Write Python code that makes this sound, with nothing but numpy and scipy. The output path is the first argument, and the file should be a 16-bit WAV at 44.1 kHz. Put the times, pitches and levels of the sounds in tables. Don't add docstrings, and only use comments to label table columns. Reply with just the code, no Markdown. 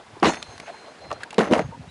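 import sys
import numpy as np
from scipy import signal
from scipy.fft import rfft, irfft, next_fast_len
from scipy.io import wavfile
from scipy.ndimage import uniform_filter1d, map_coordinates

SR = 44100
rng = np.random.default_rng(int(sys.argv[2]) if len(sys.argv) > 2 else 0)


def log_audio(samples):
    frames = np.atleast_2d(samples).T
    limited = np.clip(frames, -1, 1)
    pcm = np.round(limited * 32767).astype(np.int16)
    wavfile.write(sys.argv[1], SR, pcm)


def undo_db(level):
    steps = np.asarray(level, float) / 20
    return 10 ** steps


N = 83790

# freq_hz, gain_db
SIZZLE_TONE = [(880, 1), (1500, -1.5), (2870, -0.5), (3260, -7.5), (3910, -7), (4740, -12), (6620, -14.5),
               (7820, -22.5), (11000, -30.5), (14300, -38)]


def unit(x):
    return x / np.sqrt(np.mean(x ** 2) + 1e-20)


def curves(rows, outside=None):
    s, *columns = np.transpose(rows)
    t = np.arange(N) / SR
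    return [np.interp(t, s, column, outside, outside) for column in columns]


def wobble(rate):
    knots = rng.standard_normal(int(N * rate / SR) + 4)
    return map_coordinates(knots, [np.arange(N) * rate / SR])


def filtered(x, response):
    m = next_fast_len(N + 8192)
    return irfft(rfft(x, m) * response(np.fft.rfftfreq(m, 1 / SR)), m)[..., :N]


def coloured(x, points):
    f, gain_db = np.transpose(points)
    return filtered(x, lambda hz: undo_db(np.interp(np.log(hz + 1), np.log(f + 1), gain_db)))


def resonance(hz, width_hz):
    return lambda f: (1j * f * width_hz / (hz * hz - f * f + 1j * f * width_hz)) ** 2


def ring(t, hz, t60, attack=0.00071):
    return np.sin(2 * np.pi * hz * t) * undo_db(-60 * t / t60) * (1 - np.exp(-t / attack))


def add(track, s, sound):
    part = track[round(s * SR):][:len(sound)]
    part += sound[:len(part)]


def wind():
    # time_s, level_db
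    gusts = [(0, -60), (.14, -54.5), (.22, -56), (.4, -55), (.68, -56.5), (.76, -65.5), (.98, -66.5),
             (1.05, -48), (1.18, -48), (1.25, -61), (1.38, -68), (1.43, -51), (1.55, -42), (1.65, -37),
             (1.72, -46), (1.8, -42), (1.9, -47.5)]
    # freq_hz, gain_db
    buffet_tone = [(12, -57), (20, -20), (69, 4), (124, 1.5), (193, -8), (221, -3.5), (300, -7), (390, -84)]
    level_db = curves(gusts)[0] - 1.5 * wobble(30.14)
    return undo_db(level_db) * unit(coloured(rng.standard_normal(N), buffet_tone))


def water():
    # time_s, level_db
    lap_levels = [(0.0, -48.5), (0.174, -50.5), (0.364, -46), (0.682, -47.5), (0.936, -47), (1.496, -45),
                  (1.55, -35), (1.682, -51), (1.9, -52)]
    # freq_hz, gain_db
    lap_tone = [(88, -78), (150, -16), (415, -10.5), (496, -11.5), (584, -11.5), (759, -10.5),
                (3900, -29.5), (5200, -32), (8800, -120)]
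    # time_s, level_db
    hiss_levels = [(0, -57), (.5, -51.5), (1.3, -57.5), (1.9, -56)]
    # freq_hz, gain_db
    hiss_tone = [(880, -32), (1500, -1), (3850, -9.5), (4220, -8.5), (4900, -11.5), (6620, -13),
                 (11000, -20.5), (14300, -55)]

    z = signal.stft(rng.standard_normal(N), nperseg=256)[2]
    patches = uniform_filter1d(uniform_filter1d(rng.standard_normal(z.shape), 5, 0), 6, 1)
    patchy = signal.istft(z * undo_db(2.9 * unit(patches)), nperseg=256)[1][:N]
    lap_db = curves(lap_levels)[0] + 0.3 * wobble(24.5)
    lap = undo_db(lap_db) * unit(coloured(patchy, lap_tone))
    hiss = undo_db(curves(hiss_levels)[0]) * unit(coloured(rng.standard_normal(N), hiss_tone))
    return lap + hiss


def bumps():
    # start_s, level_db (ahead of attack and doubling), pitch_hz
    pushes = [(0.131, -34, 113), (0.476, -36, 62.4), (0.491, -33.5, 111), (0.554, -39, 75),
              (0.614, -32.5, 198), (1.617, -17.5, 168), (1.646, -19, 140), (1.659, -38, 99.6),
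              (1.688, -22, 166), (1.794, -22.5, 134), (1.873, -26.5, 152)]
    cycles = 5.5
    out, t = np.zeros(N), np.arange(SR // 10) / SR
    for s, db, hz in pushes:
        add(out, s, 2 * undo_db(db) * ring(t, hz, cycles / hz, attack=0.0077))
    return out


def rubs_and_resonances():
    # start_s, length_s, level_db (ahead of the swell), pitch_hz, width_hz (of each resonator)
    swells = [(0.144, 0.074, -46.5, 915, 280), (0.164, 0.014, -38.5, 377, 23),
              (0.237, 0.067, -29.5, 3770, 1200), (0.259, 0.081, -36.5, 6580, 1400),
              (0.673, 0.057, -37, 670, 220), (0.658, 0.064, -42.5, 1690, 1700),
              (0.736, 0.034, -44.5, 875, 260), (1.011, 0.079, -43, 645, 290),
              (1.199, 0.049, -45.5, 1460, 2700), (1.251, 0.045, -49, 926, 170),
              (1.408, 0.12, -55.5, 6200, 130), (1.561, 0.15, -57.5, 6490, 170),
              (1.716, 0.047, -37, 942, 63), (1.722, 0.015, -40.5, 530, 120), (1.878, 0.027, -53, 3830, 18)]
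    out = np.zeros(N)
    for s, length, db, hz, width_hz in swells:
        noise = unit(filtered(rng.standard_normal(N), resonance(hz, width_hz)))
        n = round(length * SR)
        swell = np.sin(np.pi * (np.arange(n) / n) ** 0.65)
        add(out, s, undo_db(db) * unit(noise[:n]) * swell)
    return out


def ticks():
    # start_s, level_db (ahead of attack and halving), pitch_hz, t60_s, click_db (over the level)
    taps = [(0.199, -34, 5000, 0.013, -2), (.334, -28, 5540, 0.017, -20), (.343, -31, 2090, 0.03, 5),
            (.354, -31, 5450, 0.023, -22), (.367, -31, 744, 0.091, -22), (.37, -27.5, 2040, 0.032, -16),
            (.421, -31.5, 1220, 0.027, -4), (0.4264, -26, 3000, 0.019, 12), (.555, -26, 720, 0.011, -11),
            (0.578, -30, 1104, 0.024, 4.5), (.599, -27.5, 2380, 0.024, 7), (.88, -34, 600, 0.068, -29),
            (1.102, -35, 2330, 0.054, -5), (1.107, -29, 630, 0.089, -31), (1.125, -16, 606, 0.033, -25),
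            (1.127, -33, 5700, 0.033, 1), (1.233, -18.5, 1662, 0.033, -2.5),
            (1.3059, -25.5, 2680, 0.031, 0), (1.328, -22, 857, 0.033, -5.5), (1.343, -24, 2560, 0.02, 2)]
    # freq_hz, gain_db
    click_tone = [(500, 5), (1500, 4.5), (4000, 5), (7000, -2), (11000, -8), (14000, -58)]
    width_share, clear_share = 0.45, 0.9
    click_life = 0.7
    out, t = np.zeros(N), np.arange(SR // 10) / SR
    for s, db, hz, t60, click_db in taps:
        noise = rng.standard_normal((2, len(t)))
        rough = unit(filtered(noise[0], resonance(hz, width_share * hz))[:len(t)])
        note = rough + clear_share * np.sin(2 * np.pi * hz * t)
        click = unit(coloured(noise[1], click_tone)[:len(t)])
        click = undo_db(click_db - 60 * t / (click_life * t60)) * click
        attack = 1 - np.exp(-t / 0.00089)
        add(out, s, undo_db(db) * attack * (undo_db(-60 * t / t60) * note + click) / 2)
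    return out


def lure():
    # pitch_hz, level_db (ahead of the wobble), t60_s, beat_hz, twin_share (signed amplitude)
    metal_modes = [(3548, -30, .36, 0, 0), (4301, -33, .33, 0, 0), (5437, -35, .22, 0, 0),
                   (6180, -40, .42, 0, 0), (6385, -53, 2.2, 7.4, .8), (9620, -53, .6, 4.6, -.95)]
    # time_s, level_db (rms)
    long_levels = [(.3, -62), (.42, -64), (.44, -53), (.55, -58), (.58, -68), (.7, -66), (.72, -56),
                   (.9, -58), (.94, -72), (.99, -72), (1.015, -54), (1.18, -56), (1.2, -80)]
    start_s, long_hz = 0.25, 4146
    wobble_db, wobble_per_s = 2.5, 35
    out, t = np.zeros(N), np.arange(N) / SR
    for hz, db, t60, beat, twin in metal_modes:
        level_db = db + wobble_db * wobble(wobble_per_s)
        lower = ring(t, hz - beat / 2, t60, attack=0.02)
        upper = ring(t, hz + beat / 2, t60, attack=0.02)
        add(out, start_s, undo_db(level_db) * (lower + twin * upper))
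    long_level = np.sqrt(2) * undo_db(curves(long_levels, outside=-120)[0])
    return out + long_level * np.sin(2 * np.pi * long_hz * t)


def contacts(spectrum):
    per_s, spread_db, grain_t60 = 1200, 4, 0.01
    hits = (rng.random(N) < per_s / SR) * undo_db(spread_db * rng.standard_normal(N))
    decay = undo_db(-60 * np.arange(400) / SR / grain_t60)
    grains = np.convolve(hits, decay)[:N] * rng.standard_normal(N)
    return unit(coloured(grains, spectrum))


def rattle():
    # time_s, level_db (ahead of the trim), mids_db and treble_db (over the level)
    rattles = [
        [(0.228, -26, 2.5, 3.5), (0.252, -20, 4.5, 0), (0.278, -13.5, -6, -8), (0.362, -42, 0, 3.5),
         (0.385, -56, 11, -9)],
        [(1.383, -14.5, -4.5, -9.5), (1.471, -27.5, -4, -7), (1.509, -23, -19, -28)],
        [(1.513, -11, -12, -11.5), (1.53, -18.5, -7, -8.5), (1.538, -18, -6.5, -1), (1.557, -19, -5, -12.5),
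         (1.601, -21, -5.5, -8), (1.65, -51, -12, -13)],
    ]
    # freq_hz, gain_db
    body_tone = [(76, -66), (130, -9), (166, -1.5), (199, 5), (381, -2), (621, 0.5), (850, -10),
                 (1100, -66)]
    # freq_hz, gain_db
    mids_tone = [(440, -46), (750, -4), (938, 1.5), (1020, -1), (2100, -8.5), (2730, -33)]
    trim_db = -4
    body, mids, sizzle = contacts(body_tone), contacts(mids_tone), contacts(SIZZLE_TONE)
    out = np.zeros(N)
    for rows in rattles:
        level_db, mids_db, treble_db = curves(rows)
        on = curves([(row[0], 1) for row in rows], outside=0)[0]
        mix = body + undo_db(mids_db) * mids + undo_db(treble_db) * sizzle
        out += on * undo_db(level_db + trim_db) * mix
    return out


def knocks():
    # start_s, level_db (ahead of attack and bass cut), pitch_hz, crack_db (over it, ahead of doubling)
    blows = [(0.225, -9.5, 333, -32), (.2292, -3.5, 1140, -10), (.2305, -5.5, 750, -24),
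             (.2345, -3.5, 780, -19), (.236, -12, 310, -30), (.2455, -3, 1020, -7), (.257, -6.5, 403, -11),
             (.273, -5.5, 201, -12.5), (.296, -10.5, 806, -13), (1.106, -22.5, 1190, -20),
             (1.1145, -16, 1160, -4), (1.1168, -21, 654, -27), (1.382, -2.5, 480, -6.5),
             (1.386, -6, 230, -34), (1.3912, -13, 706, 3), (1.399, -6, 220, -28), (1.41, -14.5, 710, -17),
             (1.421, -18, 450, -12), (1.471, -25, 560, -26), (1.511, -2, 258, -26), (1.521, -3, 206, -26),
             (1.5355, -5.5, 615, -4), (1.54, -12.5, 615, -24), (1.546, -15.5, 571, -3),
             (1.566, -12.5, 520, -21), (1.5935, -9.5, 640, -8), (1.604, -18, 420, -25)]
    # pitch_hz, level_db (ahead of scatter, reach and deck_db), t60_s
    deck_modes = [(220, -2.5, 0.12), (325, 4, 0.087), (450, -0.5, 0.082), (560, -11.5, 0.1),
                  (615, -7, 0.084), (722, -8.5, 0.12), (803, -10.5, 0.13), (1152, -5.5, 0.044),
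                  (1303, -10, 0.055), (1820, -3, 0.041)]
    note_cycles, longest_t60 = 13.4, 0.036
    deck_db, scatter_db = -7, 2.9
    reach_db_per_oct = 12
    crack_t60 = 0.011
    notes, cracks, t = np.zeros(N), np.zeros(N), np.arange(SR // 5) / SR
    for s, db, hz, crack_db in blows:
        note = ring(t, hz, min(note_cycles / hz, longest_t60))
        deck = np.zeros(len(t))
        for mode_hz, mode_db, t60 in deck_modes:
            reach_db = reach_db_per_oct * abs(np.log2(mode_hz / hz))
            deck += undo_db(mode_db + rng.normal(0, scatter_db) - reach_db) * ring(t, mode_hz, t60)
        add(notes, s, undo_db(db) * (note + undo_db(deck_db) * deck))
        add(cracks, s, undo_db(db + crack_db - 60 * t / crack_t60) * rng.standard_normal(len(t)))
    notes = filtered(notes, lambda hz: (1j * hz / (1j * hz + 130)) ** 4)
    return notes + 2 * coloured(cracks, SIZZLE_TONE)


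def scene():
    background = wind() + water() + bumps()
    small_sounds = rubs_and_resonances() + ticks() + lure()
    return (background + small_sounds + rattle() + knocks())[None]


def band_limit(x):
    return signal.sosfilt(signal.butter(12, 12150, fs=SR, output="sos"), x)


def record(dry):
    clipped = dry / (1 + np.abs(dry / 0.8) ** 4) ** (1 / 4)

    def response(hz):
        bass_cut = (1j * hz / (1j * hz + 40)) ** 3
        treble = np.where(hz < 11000, 1, undo_db(-21) * (hz < 12150))
        return bass_cut * treble

    return band_limit(filtered(clipped, response))


dry = scene()
out = record(dry)
log_audio(out)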